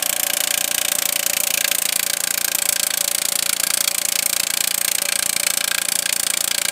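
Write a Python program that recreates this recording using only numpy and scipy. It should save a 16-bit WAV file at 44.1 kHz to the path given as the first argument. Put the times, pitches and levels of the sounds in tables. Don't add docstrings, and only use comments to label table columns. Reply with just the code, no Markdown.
import sys
import numpy as np
from scipy import signal
from scipy.fft import rfft, irfft
from scipy.io import wavfile

SR = 44100
rng = np.random.default_rng(int(sys.argv[2]) if len(sys.argv) > 2 else 0)


def persist_wave(psi):
    counts = np.round(np.clip(psi, -1, 1) * 32767).astype(np.int16)
    wavfile.write(sys.argv[1], SR, np.atleast_2d(counts).T)


def linear_from_db(decibels):
    return 10 ** (np.asarray(decibels, float) / 20)


N = 295911
LENGTH = 4096


def evened(x):
    return x / np.sqrt(np.mean(x ** 2) + 1e-20)


def along(curve, s):
    return np.interp(s, *np.transpose(curve))


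def read(points, hz):
    f, value = np.transpose(points)
    return np.interp(np.log(hz + 1), np.log(f + 1), value)


def bump(hz, lo_hz, hi_hz):
    centre_hz = np.sqrt(lo_hz * hi_hz)
    return np.exp(-(np.log((hz + 1) / centre_hz) / np.log(hi_hz / lo_hz) * 2) ** 4)


def slow(rate_hz, count):
    size = N // 64 + 2
    z = rfft(rng.standard_normal((count, size)))
    z[:, np.fft.rfftfreq(size, 64 / SR) > rate_hz] = 0
    return np.array([np.interp(np.arange(N) / 64, np.arange(len(c)), evened(c)) for c in irfft(z)])


def drifting(count, size, keep):
    fresh = rng.standard_normal((count + 30, size))
    return signal.lfilter([np.sqrt(1 - keep ** 2)], [1, -keep], fresh, axis=0)[-count:]


def placed(blows, sounds):
    out = np.zeros(N + 2 * LENGTH)
    for row, sound in zip(blows, sounds):
        out[LENGTH + round(row[0] * SR):][:LENGTH] += sound
    out[LENGTH - 460:][:LENGTH] += sounds[3]
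    return out[LENGTH:][:N]


# (time [s], aim [0-1])
MIC_AIM = [
    (0, 0.13),
    (1.0, 0.34),
    (1.7, 0.52),
    (2.1, 0.96),
    (3.0, 0.8),
    (4.5, 1),
    (6.71, 0.99),
]


def aim_at(s):
    return np.clip(along(MIC_AIM, s), 0, 1)


# (time [s], slack [about -1 to 1])
GRIP_SLACK = [(0, -0.15), (.3, 0.71), (.7, 0.32), (1.5, 0.87), (1.85, -0.17), (2.2, 0.25), (2.8, 0.62),
              (3.4, 0.34), (3.95, -.5), (4.2, 0.14), (4.6, -1.1), (4.8, 0.0031), (4.95, 0.14), (5.4, 0.76),
              (5.8, -0.25), (6.1, 0.35), (6.71, 0.4)]


def slack_at(s):
    return along(GRIP_SLACK, s)


# (time [s], rate [blows/s])
BLOW_RATE = [(0.0, 29.08), (0.37, 29.024), (0.61, 29.339), (1.28, 28.765), (1.49, 29.114), (1.75, 28.347),
             (2.27, 28.991), (2.89, 28.138), (3.09, 28.81), (3.85, 28.808), (4.08, 28.608), (4.37, 28.8),
             (4.58, 29.154), (5.36, 28.933), (5.57, 28.542), (6.05, 29.088), (6.25, 28.495), (6.71, 28.897)]


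def blow_rate_at(s):
    return along(BLOW_RATE, s)


# (frequency [Hz], t60 [s])
YARD_DECAY = [(500, 0.65), (2000, 0.1), (8000, 0.18), (12000, 0.23)]


def yard(x):
    size = SR // 2
    taps = rng.choice([-1., 1.], size) * (rng.random(size) < .3)
    taps *= np.arange(size) > 200
    hz, t, z = signal.stft(taps, SR, nperseg=256)
    decay = linear_from_db(-60 * t / read(YARD_DECAY, hz)[:, None])
    tail = signal.istft(z * decay, SR, nperseg=256)[1]
    return signal.fftconvolve(x, tail / np.linalg.norm(tail))[:N]


# (frequency [Hz], level [dB per Hz])
ENGINE_HISS = [(60, -18), (200, -9.5), (700, 1.5), (1500, 2), (3000, 0.5), (4000, -5.5), (9000, -8),
               (12000, -11), (15600, -25), (16100, -60)]
# (multiple of the firing rate [1], level [dB])
EXHAUST_UP = [(1, 4), (2, -39), (3, 13), (4, -10.5), (5, -34), (6, -8), (7, -9.5), (8, -18), (9, -30),
              (10, -16), (11, -19), (12, 0), (13, 6.5), (14, -2), (15, -21), (16, 1), (17, -0.5), (18, -15),
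              (19, -27.5), (20, -42), (21, -69), (22, -26), (23, -8.5), (24, -5.5), (25, -8), (26, -18)]
EXHAUST_DOWN = [(1, 15), (2, -10), (3, -12), (4, -6), (5, -14), (6, -10), (7, -10), (8, -10.5), (9, -26),
                (10, -14), (11, -12.5), (12, 0), (13, -6), (14, -5), (15, -6.5), (16, -10.5), (17, -4.5),
                (18, -3.5), (19, -16), (20, -31), (21, -26), (22, -25), (23, -5.5), (24, -11.5), (25, -45),
                (26, -6.5)]
FIRINGS_PER_S, USUAL_BLOWS_PER_S = 45.45, 28.8
CLUTCH = .9


def engine():
    t = np.arange(N) / SR
    aim = aim_at(t)
    turns = np.cumsum(FIRINGS_PER_S + CLUTCH * (blow_rate_at(t) - USUAL_BLOWS_PER_S)) / SR
    wobble = slow(rate_hz=9., count=8)
    drone = np.zeros(N)
    for k, ((order, up_db), (_, down_db)) in enumerate(zip(EXHAUST_UP[3:], EXHAUST_DOWN[3:])):
        level_db = (1 - aim) * (up_db - 44.) + aim * (down_db - 48.)
        level_db += 1.2 - 4 * (order in (12, 13)) + .6 * wobble[k % 8]
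        drone += linear_from_db(level_db) * np.sqrt(2) * np.cos(2 * np.pi * (order * turns + rng.random()))
    puffs = 1 + .8 * np.exp(-(2 * turns % 1) / .3) + .3 * np.exp(-(turns % 1) / .15)
    colour = linear_from_db(read(ENGINE_HISS, np.fft.rfftfreq(N, 1 / SR)))
    hiss = irfft(rfft(puffs * rng.standard_normal(N)) * colour, N)
    return drone + linear_from_db(-36.5 - 2.9 * aim) * evened(hiss)


# (frequency [Hz], level [dB], t60 [s], delay [s])
SOIL_MODES = [
    (57.6, -38.5, 0.035, 0.0008),
    (100, -59, 0.011, 0.0137),
    (212, -29, 0.016, 0.00353),
    (756, -26, 0.0024, 0.0031),
]


def thump(blows):
    scatter_db = 2. * rng.standard_normal((len(blows), len(SOIL_MODES)))
    strength = linear_from_db(0.69 * blows[:, [1]] + scatter_db)
    modes = []
    for hz, db, t60, delay in SOIL_MODES:
        t = np.arange(LENGTH) / SR - delay
        swell = np.where(t < 0, np.exp(-(t / 0.0014) ** 2), linear_from_db(-60 * abs(t) / t60))
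        modes.append(linear_from_db(db) * swell * np.sin(2 * np.pi * hz * t))
    return placed(blows, strength @ np.array(modes))


HUM_UP_DB, HUM_DOWN_DB, HUM_PER_SLACK_DB = -41.5, -43.5, 5.5


def post_hum(blows):
    t, s = np.arange(LENGTH) / SR, blows[:, [0]]
    level_luck, pitch_luck, phase_luck = rng.standard_normal((3, len(blows), 1))
    hum_db = HUM_UP_DB + aim_at(s) * (HUM_DOWN_DB - HUM_UP_DB) + HUM_PER_SLACK_DB * slack_at(s)
    kick = linear_from_db(hum_db + 3.5 + 3.8 * level_luck)
    ring = np.sin(2 * np.pi * 577. * (1 + .004 * pitch_luck) * t + .5 * phase_luck)
    envelope = (1 - np.exp(-t / .0015)) * linear_from_db(-60 * t / .24)
    fade = np.clip((LENGTH - np.arange(LENGTH)) / 1000, 0, 1)
    return placed(blows, kick * ring * envelope * fade)


# (time [s], strength [dB], clang, the deeper steel's share of the blow [dB])
SQUARE_BLOWS = [(1.2622, -3.5, -9.5), (1.4011, -5, -13), (1.6431, -3, -3), (1.713, -3.0, -6.5),
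                (1.958, -3.5, -11.5), (2.5481, -3.5, -13), (2.689, -1.5, -11), (2.7243, -4, -12.5),
                (2.8663, -4.5, -11.5), (3.4926, -3.5, -6), (3.5284, -4, -9.5), (3.633, -3, -8.5),
                (3.737, -3, -12), (3.8059, -3, -11), (3.8751, -1.5, -9.0), (4.2589, -2.5, -13),
                (4.397, -4, -10), (4.605, -3.5, -10), (4.949, -4.5, -12), (5.4658, -2, -8.5),
                (5.9192, -4.5, -12.5), (6.1253, -3.5, -11)]
GLANCING_BLOWS = [(0.162, -8.0, -7.5), (0.299, -6.5, -4), (0.6762, -8, -9), (1.228, -8.0, -6.5),
                  (1.923, -6, -8), (2.1676, -7.5, -11), (2.4103, -8.0, -10), (2.5153, -8.0, -7.5),
                  (2.5846, -7, -7), (2.759, -6.5, -5.5), (2.9038, -7.5, -5), (3.2161, -6.5, -6.5),
                  (3.5638, -10.5, -6), (3.91, -9, -11), (3.945, -7.5, -10.5), (4.015, -8, -7),
                  (4.2942, -7.5, -11.5), (4.4675, -7.0, -8), (4.9821, -6.5, -4), (5.0525, -8, -7),
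                  (5.4314, -6, -6.5), (5.5363, -7.5, -9.5), (5.6063, -7.0, -6.0), (5.8502, -9, -8),
                  (6.0227, -9.5, -8), (6.0916, -6.0, -2.5), (6.1605, -6.5, -10), (6.3362, -6.5, -6.0),
                  (6.545, -7, -6.5), (6.6502, -5.5, -5)]
STROKE_LEFT, JITTER_S = .706, .0003
USUAL_DB, SPREAD_DB = -5.5, .8
USUAL_CLANG_DB, CLANG_SPREAD_DB = -9, 1.7


def strokes():
    t = np.arange(N) / SR
    turns = np.cumsum(blow_rate_at(t)) / SR - STROKE_LEFT
    s = np.interp(np.arange(int(turns[-1]) + 1), turns, t)
    late, hard, deep = np.clip(rng.standard_normal((len(s), 3)), -2, 2).T
    hard = evened(hard - .3 * np.roll(hard, 1))
    strength_db = USUAL_DB + SPREAD_DB * hard
    clang_db = USUAL_CLANG_DB + CLANG_SPREAD_DB * deep
    rows = np.transpose([s + JITTER_S * late, strength_db, clang_db])
    for row in SQUARE_BLOWS + GLANCING_BLOWS:
        rows[np.argmin(abs(s - row[0]))] = row
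    return rows


# (delay [s], level aimed up [dB], level aimed down [dB])
REBOUNDS = [
    (.0003, -2, 1.5),
    (.0021, 1, 2),
    (.0033, -3, 3),
    (.0043, -10, 2),
]


def chatter(aim, t):
    luck = rng.standard_normal((len(aim), 2 * len(REBOUNDS)))
    contact = linear_from_db(-11.5) * np.clip(t / 0.00033, 0, 1) * linear_from_db(-60 * np.maximum(t - .0048, 0) / 0.029)
    for k, (delay, up_db, down_db) in enumerate(REBOUNDS):
        late = t - delay - 0.00029 * (k > 0) * luck[:, [k]]
        rebound_db = up_db + aim * (down_db - up_db) - 5 + 2. * luck[:, [-1 - k]]
        contact = contact + linear_from_db(rebound_db) * (late > 0) * np.exp(-abs(late) / 0.00048)
    return contact


# (frequency [Hz], level aimed up [dB], level aimed down [dB], t60 [s])
STEEL_MODES = [(1634, -2, -7.5, 0.016), (1605, -3, 6, 0.086), (2357, -13, 6.5, 0.0082),
               (3003, -4.5, -2.5, 0.039), (3294, -12, -2, 0.019), (3744, -21, -4.5, .018),
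               (4480, -14, -5.5, 0.007), (5250, -6, -10.5, 0.037), (6640, -1, -8.5, 0.06),
               (7350, -20, -2.5, 0.0084), (8130, -15, 0, 0.004), (8680, 0, -9, 0.045),
               (8930, -39, -0.5, 0.0065), (9870, -2, 1.5, 0.015), (11420, -21, -2, 0.005),
               (13000, -7, 6, 0.016), (14070, -2, 8.5, 0.0081)]


def steel_body(aim, hz):
    seat = drifting(count=len(aim), size=2 * len(STEEL_MODES), keep=0.35)
    body = np.ones((len(aim), 1))
    for k, (mode_hz, up_db, down_db, t60) in enumerate(STEEL_MODES):
        centre = mode_hz * (1 + .006 * seat[:, [k]])
        ring_db = up_db + aim * (down_db - up_db) + 2.2 * seat[:, [-1 - k]]
        body = body + linear_from_db(ring_db) / (1 + 1j * (hz - centre) * min(t60, .035) / 1.1)
    return body


# (frequency [Hz], level [dB per Hz])
CRACK_UP = [(300, -23), (1000, 2), (1500, -8), (2800, 0), (4750, -7), (7000, 0), (9800, 0), (11000, -11),
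            (12500, -0.5), (14300, -5), (14900, -4), (15600, -15), (16000, -41), (16900, -48)]
CRACK_DOWN = [(300, 25), (1000, -1), (1500, -6.5), (2500, -7.5), (4500, -2.5), (6000, -4.5), (8500, -2),
              (9900, -5), (10700, -5.5), (14300, -8.5), (14900, -8), (15600, -11), (16000, -33),
              (16900, -39)]
DEEP_PER_SLACK_DB = 2.5
SIZZLE_DB, SIZZLE_LOSS_DB_PER_S = 0.7, 0.73


def crack_colour(s, clang_db, aim, hz):
    sizzle_db = SIZZLE_DB - SIZZLE_LOSS_DB_PER_S * s + 0.48 * drifting(count=len(s), size=1, keep=0.34)
    colour_db = (1 - aim) * read(CRACK_UP, hz) + aim * read(CRACK_DOWN, hz)
    colour_db += 1.43 * (clang_db + 9.5) * bump(hz, 730, 6350)
    colour_db += DEEP_PER_SLACK_DB * slack_at(s) * bump(hz, 1480, 1680)
    return colour_db + sizzle_db * bump(hz, 10500, 15500)


def hammer(blows):
    s, strength_db, clang_db = (c[:, None] for c in blows.T)
    t, hz = np.arange(LENGTH) / SR, np.fft.rfftfreq(LENGTH, 1 / SR)
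    aim = aim_at(s)
    roughness = .85 * drifting(count=len(s), size=LENGTH, keep=.92)
    roughness += .53 * rng.standard_normal((len(s), LENGTH))
    contact = chatter(aim, t) * roughness
    rattle = linear_from_db(-2.5) * np.clip(t / 0.012, 0, 1) * linear_from_db(-60 * t / 0.04) * roughness[::-1]
    dull = linear_from_db(-2. * hz / 10000) / (1 + (hz / 15800) ** 60)
    force = (rfft(contact) + dull * rfft(rattle)) / (1 + (1338.0 / (hz + 1)) ** 6)
    lag = np.exp(-2j * np.pi * 0.002047 * 1840.0 * np.arctan(hz / 1970.0))
    colour = linear_from_db(crack_colour(s, clang_db, aim, hz))
    sounds = irfft(force * steel_body(aim, hz) * colour * lag)
    sounds *= np.clip((LENGTH - np.arange(LENGTH)) / 600 - 1, 0, 1)
    power = np.mean(sounds[:, :256] ** 2, axis=1, keepdims=True)
    return placed(blows, linear_from_db(strength_db - 8.0) * sounds / np.sqrt(power))


def scene():
    blows = strokes()
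    clatter = hammer(blows)
    echo = linear_from_db(-20.5) * yard(clatter)
    return (engine() + echo + thump(blows) + post_hum(blows) + clatter)[None]


def band_limit(x):
    return signal.sosfilt(signal.butter(12, 16970, fs=SR, output="sos"), x)


def record(dry):
    cut = signal.sosfilt(signal.butter(2, 45., "high", fs=SR, output="sos"), dry)
    overloaded = .9 * np.tanh(cut / .87)
    edge = signal.firwin(301, 16850, window=("kaiser", 9), fs=SR)
    limited = signal.oaconvolve(overloaded, edge[None], "same")
    return band_limit(limited)


dry = scene()
out = record(dry)
persist_wave(out)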